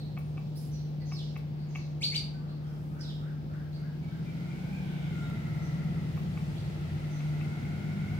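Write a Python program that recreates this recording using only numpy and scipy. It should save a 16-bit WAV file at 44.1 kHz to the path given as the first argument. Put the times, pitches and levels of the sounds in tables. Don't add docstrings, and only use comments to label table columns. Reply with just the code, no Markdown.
import sys
import numpy as np
from scipy import signal
from scipy.fft import rfft, irfft
from scipy.io import wavfile
from scipy.ndimage import uniform_filter1d

SR = 44100
rng = np.random.default_rng(int(sys.argv[2]) if len(sys.argv) > 2 else 0)


def convert_level_to_amplitude(level_db):
    exponent = np.asarray(level_db, float) / 20
    return 10 ** exponent


def wav_record(signal):
    frames = np.transpose(np.atleast_2d(signal))
    bounded = np.clip(frames, -1, 1)
    quanta = np.round(bounded * 32767).astype(np.int16)
    wavfile.write(sys.argv[1], SR, quanta)


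N = 361179
T = np.arange(N) / SR
HZ = np.maximum(np.fft.rfftfreq(N, 1 / SR), 1)
SIDES = np.array([[.5], [-.5]])
TOP_HZ = 15780

# time in seconds, low ring in dB, high ring in dB, husk crack in dB,
# left minus right in dB.
PECKS = [
    (0.174, -47, -47.5, -57.5, 1.5),
    (0.377, -50.5, -49, -71, 0),
    (1.12, -48, -49, -63.5, 3),
    (1.363, -50.5, -47, -61, 4.5),
    (1.756, -48, -39.5, -65, 2),
    (6.175, -47, -55, -64, 3),
    (6.374, -49, -48.5, -69, 3),
    (7.204, -56, -52, -72, 7),
    (7.411, -56, -47, -67, 10),
]
# pitch in Hz, level in dB, time to fade by 60 dB in seconds.
TRAY_LOW = [(790, -1, .022), (1160, -1, .02), (1380, -4, .016)]
TRAY_HIGH = [(2200, 0, .016), (2650, -1, .013), (3400, -13, .008)]
BEAK_CLICK = [(1750, 0, .005)]
# start in seconds, delay to the top in seconds, length in seconds,
# top pitch in Hz, level in dB.
NEAR_WHISTLES = [
    (2.004, .04, .08, 4610, -27),
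    (2.11, .056, .075, 4770, -28.5),
]
# start in seconds, length in seconds,
# starting pitch in Hz, level in dB.
CHEEPS = [(0.0, 0.028, 4200, -55.5), (.715, 0.071, 6200, -61.5), (.73, 0.085, 4630, -63),
          (1.055, .066, 6380, -63), (1.0, .05, 4650, -63), (1.685, .05, 6660, -68),
          (1.745, 0.039, 6230, -61), (1.76, 0.095, 4610, -65), (5.62, 0.07, 6000, -64),
          (5.65, .08, 4430, -68), (7.1, 0.088, 6450, -64.5), (7.159, 0.05, 4400, -64)]
SWOOPS = [(1.15, 0.069, 4890, -50), (3.025, .045, 4520, -53), (3.079, .035, 3970, -51.5)]
RISERS = [(1.58, .074, 4150, -68), (2.479, 0.053, 3930, -65.5), (2.65, 0.09, 4800, -76),
          (3.73, 0.047, 4240, -62)]
WHIPS = [(3.005, 0.023, 4840, -51.5), (6.555, 0.057, 3244, -57.5)]
PEEPS = [(.19, 0.13, 9630, -76), (2.335, 0.056, 1522, -62.5), (2.64, .07, 3240, -68),
         (4.06, 0.089, 3700, -70), (4.08, .05, 3170, -67), (5.13, .17, 1425, -54.5),
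         (5.21, 0.089, 3780, -63.5)]
PIPS = [(1.005, 0.028, 2040, -63), (1.121, 0.024, 5250, -48.5), (3.77, 0.024, 2160, -62),
        (4.02, .044, 2300, -59), (4.259, .042, 2407, -60.5), (4.5, 0.037, 2414, -58),
        (4.728, 0.03, 2440, -53)]
HARSH_CALLS = [(.554, 0.034, 4490, -59)]
# start in seconds, top pitch in Hz, level in dB.
CALLER = [(2.36, 1407, -67), (2.6, 1500, -66), (2.9, 1545, -63.5), (3.18, 1611, -62.5), (3.48, 1650, -63.5),
          (3.76, 1663, -64), (4.041, 1618, -63.5)]
# pitch in Hz, level in dB against the main tone.
NEAR_THROAT = [(4000, -4), (6000, -6.5), (8500, -30), (14000, -33)]
FAR_THROAT = [(3200, -34), (7000, -20), (12000, -30)]
HARSH_THROAT = [(8000, -18), (11000, 5), (15000, -3)]
# start in seconds, length in seconds, centre in Hz, width
# in octaves, level in dB.
RUSTLES = [(0.107, 0.86, 6000, 0.4, -77), (0.56, 0.16, 10000, 0.7, -60.5), (1.05, 0.38, 4760, 0.29, -59.5),
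           (1.694, 0.25, 4730, 0.3, -62.5), (2.004, 0.098, 8000, 0.26, -52),
           (2.136, 0.06, 7700, 0.32, -51.5), (2.598, 0.79, 12400, 1, -71.5),
           (2.984, 0.039, 5500, 0.22, -61), (4.794, 0.71, 3090, 0.28, -60.5),
           (6.152, 0.029, 14000, .2, -63), (6.287, 0.6, 8000, 0.47, -71)]
# time in seconds, cycle rate in Hz, level in dB.
ENGINE_A = [(3.8, 21.1, -47.5), (4.25, 20.3, -40.5), (4.75, 23, -40.5), (5.1, 21.4, -39),
            (5.5, 20.8, -42.5), (5.85, 21, -36.5), (6.3, 20.8, -46), (6.7, 20.5, -46)]
ENGINE_B = [(5.3, 19.2, -45.5), (5.75, 17.4, -54), (6.3, 18.5, -45), (6.8, 18, -50), (6.95, 17.5, -45.5),
            (7.15, 18.2, -61), (7.6, 19.3, -44), (8.19, 19.9, -44.5)]
# multiple of the cycle rate, level in dB.
ORDERS_A = [(2, -31.5), (5, -18), (6, -8.5), (8, 1), (10, -13)]
ORDERS_B = [(2, -24.5), (4, -7), (5, 0), (6, -0.5), (7, -2), (8, -1), (9, 2), (10, -1.5), (11, -18.5),
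            (12, -7.5)]
# time in seconds, rate of meeting teeth in Hz, level in dB.
WHINE = [(4.1, 705, -79), (4.4, 704, -64), (4.8, 772.6, -64), (5.3, 690, -59), (5.901, 665, -62),
         (6.3, 660, -70), (6.901, 670.4, -66), (7.5, 705.4, -60.5), (8.19, 720.8, -59)]
# multiple of the tooth rate, level in dB.
WHINE_ORDERS = [(1, -1.5), (2, 3), (3, 4.5)]
# time in seconds, level in dB.
HUM = [(0, -37), (.7, -36), (1.1, -34.5), (1.4, -36), (2.6, -36.5), (2.9, -37.5), (3.3, -35), (3.55, -37.5),
       (3.75, -35), (4.3, -43.5), (5, -35.5), (6, -35.5), (6.9, -37.5), (7.3, -30), (7.7, -37), (8.19, -36)]
# time in seconds, pitch in Hz, level in dB.
FAN = [(0, 334.5, -64), (3.2, 334, -62), (5, 334.5, -59), (8.19, 336.5, -56)]
# multiple of its pitch, level in dB.
FAN_ORDERS = [(1, 0)]
# pitch in Hz, level in dB per Hz.
STREET = [(25, -23.5), (60, -6.5), (110, 0.5), (200, -4), (500, -18.5), (850, -17), (1050, -24.5),
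          (2500, -24.5), (5000, -33.5), (8000, -40.5), (15500, -46)]
TOWN = [(25, -31), (60, -4.5), (110, -1), (180, 1), (260, -9.5), (500, -18), (850, -23), (1050, -30),
        (2000, -33.5), (5000, -37.5), (7000, -50), (10000, -53.5), (15500, -47)]
# pitch in Hz, left-right correlation from -1 to 1.
LIKENESS = [(60, 0.95), (130, 1), (290, 0.77), (640, -0.037), (1410, -0.35), (3100, 0.021), (6820, 0.025),
            (15000, -0.14)]
# pitch in Hz, left minus right in dB.
PORTS = [(60, -2), (110, 0.5), (200, -2), (380, 2), (700, 2), (1290, 2.5), (2380, 3.5), (4400, -3),
         (8120, 0.5), (15000, -6)]


def pecks():
    out = np.zeros((2, N))
    t = np.arange(SR // 10) / SR
    for s, low_db, high_db, husk_db, pan_db in PECKS:
        blow = convert_level_to_amplitude(low_db + 5.5) * ring(TRAY_LOW, t)
        blow = blow + convert_level_to_amplitude(high_db + 6.5) * ring(TRAY_HIGH, t)
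        blow = blow + convert_level_to_amplitude(low_db + 7.0) * ring(BEAK_CLICK, t)
        husk = convert_level_to_amplitude(husk_db - 60 * t / 0.095) * np.diff(rng.standard_normal(len(t) + 1))
        add(out, s - .005, convert_level_to_amplitude(-7.5) * blow, pan_db, lag=3)
        add(out, s + .0006, blow, pan_db, lag=3)
        add(out, s + 0.003256, convert_level_to_amplitude(-4.5) * blow, pan_db, lag=3)
        add(out, s + 0.01, husk, pan_db, lag=3)
        add(out, s + .0155, convert_level_to_amplitude(-15.5) * blow, -pan_db, lag=3)
    return out + convert_level_to_amplitude(-5.0) * walls(out, t60=0.35, gap_s=0.0025, damp_hz=8000)


def ring(modes, t):
    push = np.clip(t / 0.00034, 0, 1)
    total = 0
    for k, (hz, db, t60) in enumerate(modes):
        detuned_hz = hz * (1 + 0.022 * rng.standard_normal())
        fade = convert_level_to_amplitude(db - 60 * t / t60)
        total = total + (-1) ** k * fade * np.sin(2 * np.pi * detuned_hz * t)
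    return push * total


def near_bird():
    foot_hz, creep_hz_per_s, climb_s, sag_hz_per_s = 2068, 6980, .0145, 11200
    foot_db, fade_db_per_s, attack_s, release_s = -14.5, 300, 0.017, 0.02
    wall_echo_s = .021
    out = np.zeros((2, N))
    for s, top_s, length, top_hz, db in NEAR_WHISTLES:
        t = np.arange(int(length * SR)) / SR
        effort = np.exp(-(np.maximum(top_s - t, 0) / climb_s) ** 2)
        after = np.maximum(t - top_s, 0)
        low_hz = foot_hz + creep_hz_per_s * t
        hz = (1 - effort) * low_hz + effort * top_hz - sag_hz_per_s * after
        edges = np.clip(t / attack_s, 0, 1) * np.clip((length - t) / release_s, 0, 1)
        gain = edges ** 2 * convert_level_to_amplitude(db + foot_db * (1 - effort) - fade_db_per_s * after)
        add(out, s, whistle(hz, gain, NEAR_THROAT, rasp=0.02, grate_db=1.5), pan_db=1.0, lag=4)
    out = out + convert_level_to_amplitude(-16) * np.roll(out[::-1], int(wall_echo_s * SR), axis=1)
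    return out + convert_level_to_amplitude(-0.5) * walls(out, t60=0.41, gap_s=0.0048, damp_hz=9000)


def whistle(hz, gain, throat, rasp, grate_db):
    shake = uniform_filter1d(rng.standard_normal((2, len(hz))), size=50) * np.sqrt(50)
    phase = 2 * np.pi * np.cumsum(hz * (1 + rasp * shake[0])) / SR
    throat_hz, throat_db = np.transpose(throat)
    voice = np.sin(phase)
    for k in range(2, 7):
        colour = convert_level_to_amplitude(np.interp(k * hz, throat_hz, throat_db))
        voice = voice + colour * np.sin(k * phase) * (k * hz < TOP_HZ)
    return np.sqrt(2) * gain * convert_level_to_amplitude(grate_db * shake[1]) * voice


def far_birds():
    out = calls(CHEEPS, -8500, 0.044, FAR_THROAT)
    out = out + calls(SWOOPS, -30000, 0.032, FAR_THROAT)
    out = out + calls(RISERS, 9930, 0.065, FAR_THROAT)
    out = out + calls(WHIPS, 25400, 0.059, FAR_THROAT)
    out = out + calls(PEEPS, -350, 0.01, FAR_THROAT)
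    out = out + calls(PIPS, -2500, 0.02, FAR_THROAT)
    out = out + calls(HARSH_CALLS, 28000, 0.055, HARSH_THROAT)
    out = out + distant_caller()
    return convert_level_to_amplitude(-3.5) * out + walls(out, t60=0.61, gap_s=0.0011, damp_hz=11900)


def calls(rows, slide_hz_per_s, rasp, throat):
    out = np.zeros((2, N))
    for s, length, from_hz, db in rows:
        t = np.arange(int(length * SR)) / SR
        hz = from_hz + slide_hz_per_s * t
        gain = convert_level_to_amplitude(db) * np.sin(np.pi * (t / length) ** 0.6) ** 0.33
        add(out, s, whistle(hz, gain, throat, rasp, grate_db=88 * rasp), pan_db=-3.5, lag=5)
    return out


def distant_caller():
    note_s, foot = .16, .8
    out = np.zeros((2, N))
    u = np.arange(int(note_s * SR)) / (note_s * SR)
    for s, top_hz, db in CALLER:
        arch = top_hz * (foot + (1 - foot) * np.sin(np.pi * u ** 1.4) ** 2)
        gain = convert_level_to_amplitude(db) * np.sin(np.pi * u) ** 0.33
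        add(out, s, whistle(arch, gain, [(3000, -37)], rasp=0.013, grate_db=5.5), pan_db=0.5, lag=15)
    return out


def rustles():
    out = np.zeros((2, N))
    for s, length, hz, octaves, db in RUSTLES:
        u = np.arange(int(length * SR)) / (length * SR)
        bins = np.maximum(np.fft.rfftfreq(len(u), 1 / SR), 1)
        band = np.exp(-.5 * (np.log2(bins / hz) / octaves) ** 2)
        hiss = irfft(rfft(rng.standard_normal(len(u))) * band, len(u))
        add(out, s, convert_level_to_amplitude(db) * unit(hiss) * np.sin(np.pi * np.sqrt(u)), pan_db=-2.5, lag=5)
    return convert_level_to_amplitude(-14) * out + walls(out, t60=0.32, gap_s=0.0018, damp_hz=14000)


def engines():
    first = tone(ENGINE_A, ORDERS_A, wobble=0.005, flutter_db=1.0, rate=4.6, lead=0.57)
    second = tone(ENGINE_B, ORDERS_B, wobble=0.00422, flutter_db=2.5, rate=4, lead=0.56)
    return first + second


def gears():
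    s, hz, db = np.transpose(WHINE)
    phase = 2 * np.pi * np.cumsum(np.interp(T, s, hz)) / SR
    out = 0
    for k, order_db in WHINE_ORDERS:
        low_pass = signal.butter(2, 37.0 * k, fs=SR, output="sos")
        a, b = signal.sosfilt(low_pass, rng.standard_normal((2, 2, N)))
        band = unit(a * np.cos(k * phase) + b * np.sin(k * phase))
        out = out + convert_level_to_amplitude(order_db + 0.27 * walk(4.05)) * band
    return out * convert_level_to_amplitude(np.interp(T, s, db, left=-200))


def street():
    far_db, near_db, corner_s, corner_takes_s = -60, -43.5, 4.08, 0.16
    level_db = far_db + (near_db - far_db) * step(T - corner_s, corner_takes_s)
    level_db = level_db + 0.4 * (T - 6.5)
    return convert_level_to_amplitude(level_db) * rumble(STREET, swell_db=0.65, flicker_db=0.3)


def hum():
    table = [(s, 150, db) for s, db in HUM]
    return tone(table, [(1, -0.5), (2, -39)], wobble=0.0019, flutter_db=0.18, rate=6, lead=0.49)


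def fan():
    return tone(FAN, FAN_ORDERS, wobble=0.0032, flutter_db=-0.5, rate=5, lead=1.0)


def town():
    return convert_level_to_amplitude(-43) * rumble(TOWN, swell_db=1.02, flicker_db=0.67)


def rumble(spectrum, swell_db, flicker_db):
    like = np.clip(on_log(LIKENESS), -.99, .99)
    mid, side = rfft(rng.standard_normal((2, N)))
    pair = np.sqrt(1 + like) * mid + 2 * SIDES * np.sqrt(1 - like) * side
    pair = pair * convert_level_to_amplitude(on_log(spectrum) + SIDES * on_log(PORTS))
    out = 0
    for octave in range(4, 15):
        band = np.cos(np.pi / 2 * np.clip(np.log2(HZ) - octave, -1, 1)) ** 2
        level_db = swell_db * walk(0.63) + flicker_db * walk(6.5)
        out = out + convert_level_to_amplitude(level_db) * irfft(pair * band, N)
    return unit(out)


def tone(table, orders, wobble, flutter_db, rate, lead):
    s, hz, db = np.transpose(table)
    phase = 2 * np.pi * np.cumsum(np.interp(T, s, hz) * (1 + wobble * walk(rate))) / SR
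    partials = 0
    for k, order_db in orders:
        level = convert_level_to_amplitude(order_db + flutter_db * walk(rate))
        partials = partials + level * np.sin(k * phase + k * k + lead * SIDES)
    return np.sqrt(2) * convert_level_to_amplitude(np.interp(T, s, db, left=-200, right=-200)) * partials


def walls(x, t60, gap_s, damp_hz):
    t = np.arange(SR) / SR
    tail = rng.standard_normal((2, SR)) * convert_level_to_amplitude(-60 * t / t60) * np.clip(t / gap_s, 0, 1) ** 2
    tail = signal.lfilter([1], [1, -np.exp(-2 * np.pi * damp_hz / SR)], tail)
    tail = tail / np.sqrt(np.sum(tail ** 2, axis=1, keepdims=True))
    return signal.fftconvolve(x, tail, axes=1)[:, :N]


def add(out, s, sound, pan_db, lag):
    for side in range(2):
        i = int(s * SR) + side * lag
        out[side, i:i + len(sound)] += convert_level_to_amplitude(pan_db * SIDES[side]) * sound[:N - i]


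def walk(rate):
    k = int(SR / rate)
    held = np.repeat(rng.standard_normal(N // k + 1), k)
    return unit(uniform_filter1d(uniform_filter1d(held, k), k)[:N])


def step(t, width_s):
    return .5 + .5 * np.tanh(t / (2 * width_s))


def on_log(table):
    hz, value = np.transpose(table)
    return np.interp(np.log(HZ), np.log(hz), value)


def unit(x):
    return x / np.sqrt(np.mean(x ** 2))


def scene():
    birds = pecks() + near_bird() + far_birds() + rustles()
    machines = (engines() + hum() + fan()) * convert_level_to_amplitude(1.4 * SIDES)
    return birds + machines + gears() + street() + town()


def band_limit(x):
    return signal.sosfilt(signal.butter(12, 15960, fs=SR, output="sos"), x)


def record(dry):
    low_pass = signal.ellip(10, .2, 70, TOP_HZ, fs=SR, output="sos")
    mix = signal.sosfilt(low_pass, dry)
    return band_limit(mix)


dry = scene()
out = record(dry)
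wav_record(out)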